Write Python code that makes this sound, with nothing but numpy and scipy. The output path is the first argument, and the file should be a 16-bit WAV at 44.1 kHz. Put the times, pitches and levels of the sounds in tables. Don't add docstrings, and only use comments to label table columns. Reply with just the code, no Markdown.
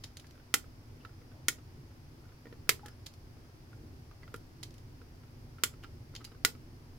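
import sys
import numpy as np
from scipy import signal
from scipy.fft import rfft, irfft, next_fast_len
from scipy.io import wavfile
from scipy.ndimage import map_coordinates

SR = 44100
rng = np.random.default_rng(int(sys.argv[2]) if len(sys.argv) > 2 else 0)


def transcribe(signal):
    frames = np.atleast_2d(signal).T
    limited = np.clip(frames, -1, 1)
    pcm = np.round(limited * 32767).astype(np.int16)
    wavfile.write(sys.argv[1], SR, pcm)


N = 307818
T = np.arange(2 ** 14) / SR
HZ = np.fft.rfftfreq(len(T), 1 / SR)


def amp(db):
    return 10 ** (np.asarray(db) / 20)


def unit(x):
    return x / np.sqrt(np.mean(x ** 2) + 1e-20)


def burst(x):
    return x / np.sqrt(np.sum(x ** 2, axis=-1, keepdims=True) + 1e-20)


def panned(db):
    return amp([[db / 2], [-db / 2]])


def along(points, hz):
    freqs, values = np.transpose(points)
    return np.interp(np.log(hz + 1), np.log(freqs + 1), values)


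def wobble(rate):
    return map_coordinates(rng.standard_normal(int(N * rate / SR) + 4), [np.arange(N) * rate / SR])


def filtered(x, response):
    size = next_fast_len(N + SR // 2)
    return irfft(rfft(x, size) * response(np.fft.rfftfreq(size, 1 / SR)), size)[..., :N]


def coloured(x, gain_db):
    cepstrum = irfft(np.log(amp(gain_db)))
    cepstrum[1:len(T) // 2] *= 2
    cepstrum[len(T) // 2 + 1:] = 0
    return irfft(rfft(x) * np.exp(rfft(cepstrum)))


def add(track, start, sound):
    part = track[:, max(round(start * SR), 0):][:, :len(T)]
    part += sound[:, :part.shape[1]]


def pair(start, db, gap, second_db=6, fade_db_per_s=445.5):
    extra_db = second_db - fade_db_per_s * gap
    return [(start, db - max(extra_db, 0)), (start + gap, db + min(extra_db, 0))]


def ring(notes, pitch=1, vary_db=3, apart_hz=4000):
    hz, db, t60 = np.transpose(notes)[:, :, None]
    phase = rng.normal(0, 1, (2, len(hz), 1)) * np.minimum(hz / apart_hz, 1)
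    size = amp(db + vary_db * rng.standard_normal(hz.shape)) / np.sqrt(t60)
    waves = np.sin(2 * np.pi * pitch * hz * T + phase)
    return burst(np.sum(size * amp(-60 * T / t60) * waves, axis=1))


def contact(colour_db, scatter_db, t60, apart_hz=2500, smear_hz=4000):
    mid, side = rng.standard_normal((2, len(T)))
    side = irfft(rfft(side) * HZ / np.hypot(HZ, apart_hz))
    scatter = burst(np.array([mid + side, mid - side]) * amp(-60 * T / t60))
    click = np.eye(2, len(T), 2)
    pulse = irfft(rfft(click) * (smear_hz - 1j * HZ) / (smear_hz + 1j * HZ))
    return burst(coloured(pulse + amp(scatter_db) * scatter, colour_db))


# frequency in Hz, ring time in seconds.
ROOM_ECHO = [(200, 0.4), (1500, 0.14), (5000, 0.16), (15000, 0.15)]
def in_room(hit, wet_db, build_s=0.0013):
    hz, t, noise = signal.stft(rng.standard_normal((2, len(T))), SR, nperseg=256)
    fade = amp(-60 * t / along(ROOM_ECHO, hz)[:, None])
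    tail = signal.istft(noise * fade, SR, nperseg=256)[1][:, :len(T)]
    tail = burst(tail * (1 - np.exp(-(T / build_s) ** 2)))
    return hit + amp(wet_db) * signal.fftconvolve(hit, tail, axes=1)[:, :len(T)]


# frequency in Hz, likeness (1 means the same).
LIKENESS = [(60, 1), (130, 0.96), (290, 0.78), (640, 0.37), (1400, -0.24), (5000, 0.00052)]
def room_noise(tone):
    def response(hz):
        angle = np.arccos(np.clip(along(LIKENESS, hz), -1, 1)) / 2
        return amp(along(tone, hz)) * [np.cos(angle), np.sin(angle)]
    mid, side = filtered(rng.standard_normal((2, N)), response)
    return unit(np.array([mid + side, mid - side]))


# frequency in Hz, relative level in dB.
RUMBLE_TONE = [(15, -9), (30, -3), (42, -1.5), (52, -7), (80, 0), (105, 1.5), (145, -3), (180, -16),
               (205, -16.5), (245, -10), (290, -12.5), (335, -11.5), (550, -26), (1500, -49.5)]
HISS_TONE = [(100, -12.5), (400, -2), (800, 0), (1300, -4), (2000, -6), (3900, -12.5), (5000, -6),
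             (6000, -12), (7600, -20.5), (11500, -17.5), (15700, -20), (16300, -42)]
# time in seconds, average level in dB.
RUMBLE_DRIFT = [(0, -52.5), (0.45, -56), (0.6, -54), (2, -53), (6.98, -51)]
# pitch in Hz, average level in dB.
HUM_NOTES = [(118.4, -68.5), (242.2, -68.5)]
def background(swell_db=1.35, hiss_db=-64):
    t = np.arange(N) / SR
    hum = sum(amp(db) * np.sqrt(2) * np.sin(2 * np.pi * hz * t + wobble(4.2)) for hz, db in HUM_NOTES)
    rumble_db = np.interp(t, *np.transpose(RUMBLE_DRIFT)) + swell_db * wobble(10)
    return amp(rumble_db) * room_noise(RUMBLE_TONE) + hum + amp(hiss_db) * room_noise(HISS_TONE)


# frequency in Hz, relative level in dB.
TICK_TONE = [(100, -13), (700, -14), (1500, -13), (2800, -6), (4500, -2), (6500, -5), (8300, -12.5),
             (11000, -9), (16000, -20.5)]
# pitch in Hz, relative level in dB, ring time in seconds.
JAW_NOTES = [(2038, 2.5, 0.075), (2195, -1, 0.099), (2563, -3, 0.1), (3116, 9, 0.032), (3170, -11, 0.024),
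             (4255, -5.5, .02), (5020, -1.5, 0.1), (5930, -1.5, 0.043), (7290, 5, 0.034),
             (7315, 0.5, 0.036)]
def tick(treble_db):
    treble = np.clip(np.log2((HZ + 1) / 5000), 0, 1)
    touch = contact(along(TICK_TONE, HZ) + treble_db * treble, scatter_db=10, t60=.031)
    return in_room(touch + amp(-12) * ring(JAW_NOTES), wet_db=-8)


# start in seconds, level in dB, wait for the second jaw in seconds,
# extra treble in dB, left over right in dB, number of skid ticks.
JAW_TAPS = [(0.038, -18.5, .0028, -5.5, -0.5, 0), (0.170, -22.5, .0272, -2, -2, 2),
            (2.8604, -26.5, .023, 2, -2, 0), (3.0619, -20, 0.0044, -3, -3, 1),
            (4.341, -28, .02, 8.5, -3, 0), (4.630, -17.5, .003, -3, -3.5, 3),
            (5.837, -33, 0.0075, -18, -2, 0), (6.1512, -20, .0112, -9.5, -0.5, 0),
            (6.244, -22.5, .005, -0.5, -5, 0)]
def jaw_taps(skid_after_s=.072, skid_step_s=.038, uneven_s=.0022, skid_db=-36):
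    out = np.zeros((2, N))
    for start, db, gap, treble_db, pan_db, skids in JAW_TAPS:
        for when, level in pair(start, db, gap):
            add(out, when, panned(pan_db) * amp(level) * tick(treble_db))
        for k in range(round(skids)):
            when = start + gap + skid_after_s + k * skid_step_s + uneven_s * rng.uniform(-1.1, 1)
            add(out, when, amp(skid_db) * tick(treble_db=-2))
    return out


# frequency in Hz, relative level in dB.
KNOCK_TONE = [(100, -20), (700, -12), (1300, 4.5), (2100, -5), (3500, -10), (5500, -17), (8000, -28),
              (16000, -26.5)]
# pitch in Hz, relative level in dB, ring time in seconds.
BOARD_NOTES = [(847, -12.5, 0.1), (1124, -15.5, 0.04), (1483, -2.5, 0.0394), (1418, 5, 0.055),
               (2124, -10.5, 0.035), (3264, -12.5, 0.045)]
VICE_NOTES = [(299, 1, 0.07), (405, -2.5, 0.029), (461.6, 1, 0.075)]
def knock(pitch, thud_db, board_db=-1):
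    slip = contact(along(KNOCK_TONE, HZ), scatter_db=9.5, t60=0.045)
    body = amp(board_db) * ring(BOARD_NOTES, pitch) + amp(thud_db) * ring(VICE_NOTES)
    return panned(-1.705) * in_room(amp(-2) * slip + body, wet_db=-12.5)


# start in seconds, level in dB, wait for the catch in seconds,
# board pitch factor, vice thud in relative dB.
BOARD_SLIPS = [(0.243, -36, .002, 1.22, -14), (1.0497, -24.5, .0007, 0.93, -10),
               (2.456, -33.5, .013, 1.31, 8), (2.525, -31.5, .002, 1.25, 8), (2.8591, -28, .023, 1.2, 2),
               (3.730, -36, .0007, 1.0, 4), (4.112, -35, 0.00073, 0.85, -2), (4.232, -31.5, .0005, 1.4, -5),
               (4.278, -33, 0.00081, .97, -12), (4.3411, -21, 0.002095, .98, 3),
               (5.015, -34.5, 0.00198, .93, 0.5), (5.584, -35, 0.00062, 0.95, -6.5),
               (5.837, -26, 0.0074, .96, -6), (6.207, -32, .007, 0.9, -14),
               (6.317, -35.5, 0.00207, 0.9, -1)]
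def board_slips():
    out = np.zeros((2, N))
    for start, db, gap, pitch, thud_db in BOARD_SLIPS:
        for when, level in pair(start, db, gap):
            add(out, when, amp(level) * knock(pitch, thud_db))
    return out


def finger_bumps(count=25, softest_db=-42, range_db=9.5, pad_db=-9):
    out = np.zeros((2, N))
    for place, size, grip in rng.random((count, 3)):
        pad = contact(along(KNOCK_TONE, HZ), scatter_db=19, t60=0.065)
        vice = ring(VICE_NOTES, pitch=.8 + grip / 2)
        add(out, place * N / SR, amp(softest_db + range_db * size) * (vice + amp(pad_db) * pad))
    return out


# start in seconds, level in dB, board ring in relative dB, board pitch factor,
# vice thud in relative dB, brightness in dB per octave, the lead's own pitch in Hz.
CUTS = [(0.5409, 5, -9.5, 0.97, -18.5, 2.5, 7200), (1.4837, 3.5, -12, 1.01, -17, 1.5, 6900),
        (2.6923, 7, -21, 1.37, -27, 0.1, 3900), (5.6365, 3.5, -11, 1.0, -21, 1.06, 7200),
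        (6.4492, 5.5, -10.5, 1.017, -18.5, 1.5, 5150)]
def creaks_and_settling(count=3, squeeze_s=.43, loudest_db=-39.5, settle_s=.102, settle_db=-36):
    out = np.zeros((2, N))
    for start, *_ in CUTS:
        for early, softness, grip in rng.random((count, 3)):
            creak = knock(pitch=1 + 0.078 * (2 * grip - 1), thud_db=4)
            add(out, start - squeeze_s * early, amp(loudest_db - 2 * softness) * creak)
        add(out, start + settle_s, amp(settle_db) * knock(pitch=0.91, thud_db=4))
    return out


# frequency in Hz, relative level in dB.
CRACK_TONE = [(60, -30.5), (280, -3), (520, -0.5), (700, -14), (900, -11.5), (1250, -1), (2000, 7),
              (2700, 1), (4200, 0), (7200, -1), (8200, -3.5), (13000, -6.5), (15500, -9), (17000, -34)]
def snips(lead_peak_db=4, lead_width_octaves=.13):
    out = np.zeros((2, N))
    octaves = np.log2(np.clip(HZ, 1000, None) / 4000)
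    for start, db, board_db, pitch, thud_db, bright, lead_hz in CUTS:
        lead_db = lead_peak_db * np.exp(-(np.log2((HZ + 1) / lead_hz) / lead_width_octaves) ** 2)
        crack = contact(along(CRACK_TONE, HZ) + bright * octaves + lead_db, scatter_db=4.5, t60=.037)
        jaws = amp(-14) * ring(JAW_NOTES)
        board = amp(board_db) * ring(BOARD_NOTES, pitch)
        vice = amp(thud_db) * ring(VICE_NOTES)
        add(out, start, amp(db) * in_room(crack + jaws + board + vice, wet_db=-11))
    return out * panned(-2.4)


# start in seconds, length in seconds, pitch in Hz, level in dB.
FINGER_RUBS = [(0.996, .03, 2800, -66.5), (1.295, 0.14, 645, -65.5), (2.237, 0.032, 1350, -66),
               (2.828, 0.086, 1400, -63), (5.826, 0.024, 2840, -55.5)]
def finger_rubs(width=0.084, uneven_db=4):
    out = np.zeros((2, N))
    for start, length, hz, db in FINGER_RUBS:
        slips = rng.standard_normal(len(T)) * amp(uneven_db * rng.standard_normal(len(T)))
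        damping = 1j * HZ * hz * width
        tone = unit(irfft(rfft(slips) * damping / (hz ** 2 - HZ ** 2 + damping)))
        stroke = amp(db) * tone * np.sin(np.pi * np.minimum(T / length, 1))
        add(out, start, in_room(np.array([stroke, stroke]), wet_db=-4.5))
    return out


# start in seconds, pitch in Hz, level in dB, ring time in seconds.
LOOSE_BITS = [(2.832, 833, -48.5, 0.15), (2.912, 5230, -57.5, 0.046), (6.249, 4840, -40, 0.033)]
def loose_bits(rise_s=0.00059):
    out = np.zeros((2, N))
    for start, hz, db, t60 in LOOSE_BITS:
        note = amp(db - 60 * T / t60) * np.sin(2 * np.pi * hz * T) * (1 - np.exp(-T / rise_s))
        add(out, start, in_room(np.array([note, note]), wet_db=-5))
    return out


def scene():
    cutters = snips() + jaw_taps()
    handling = board_slips() + creaks_and_settling() + finger_rubs() + finger_bumps()
    return cutters + handling + loose_bits() + background()


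def record(dry, ceiling=.8, top_hz=16700):
    rounded = dry / (1 + (dry / ceiling) ** 4) ** .25
    return filtered(rounded, lambda hz: hz < top_hz)


dry = scene()
out = record(dry)
transcribe(out)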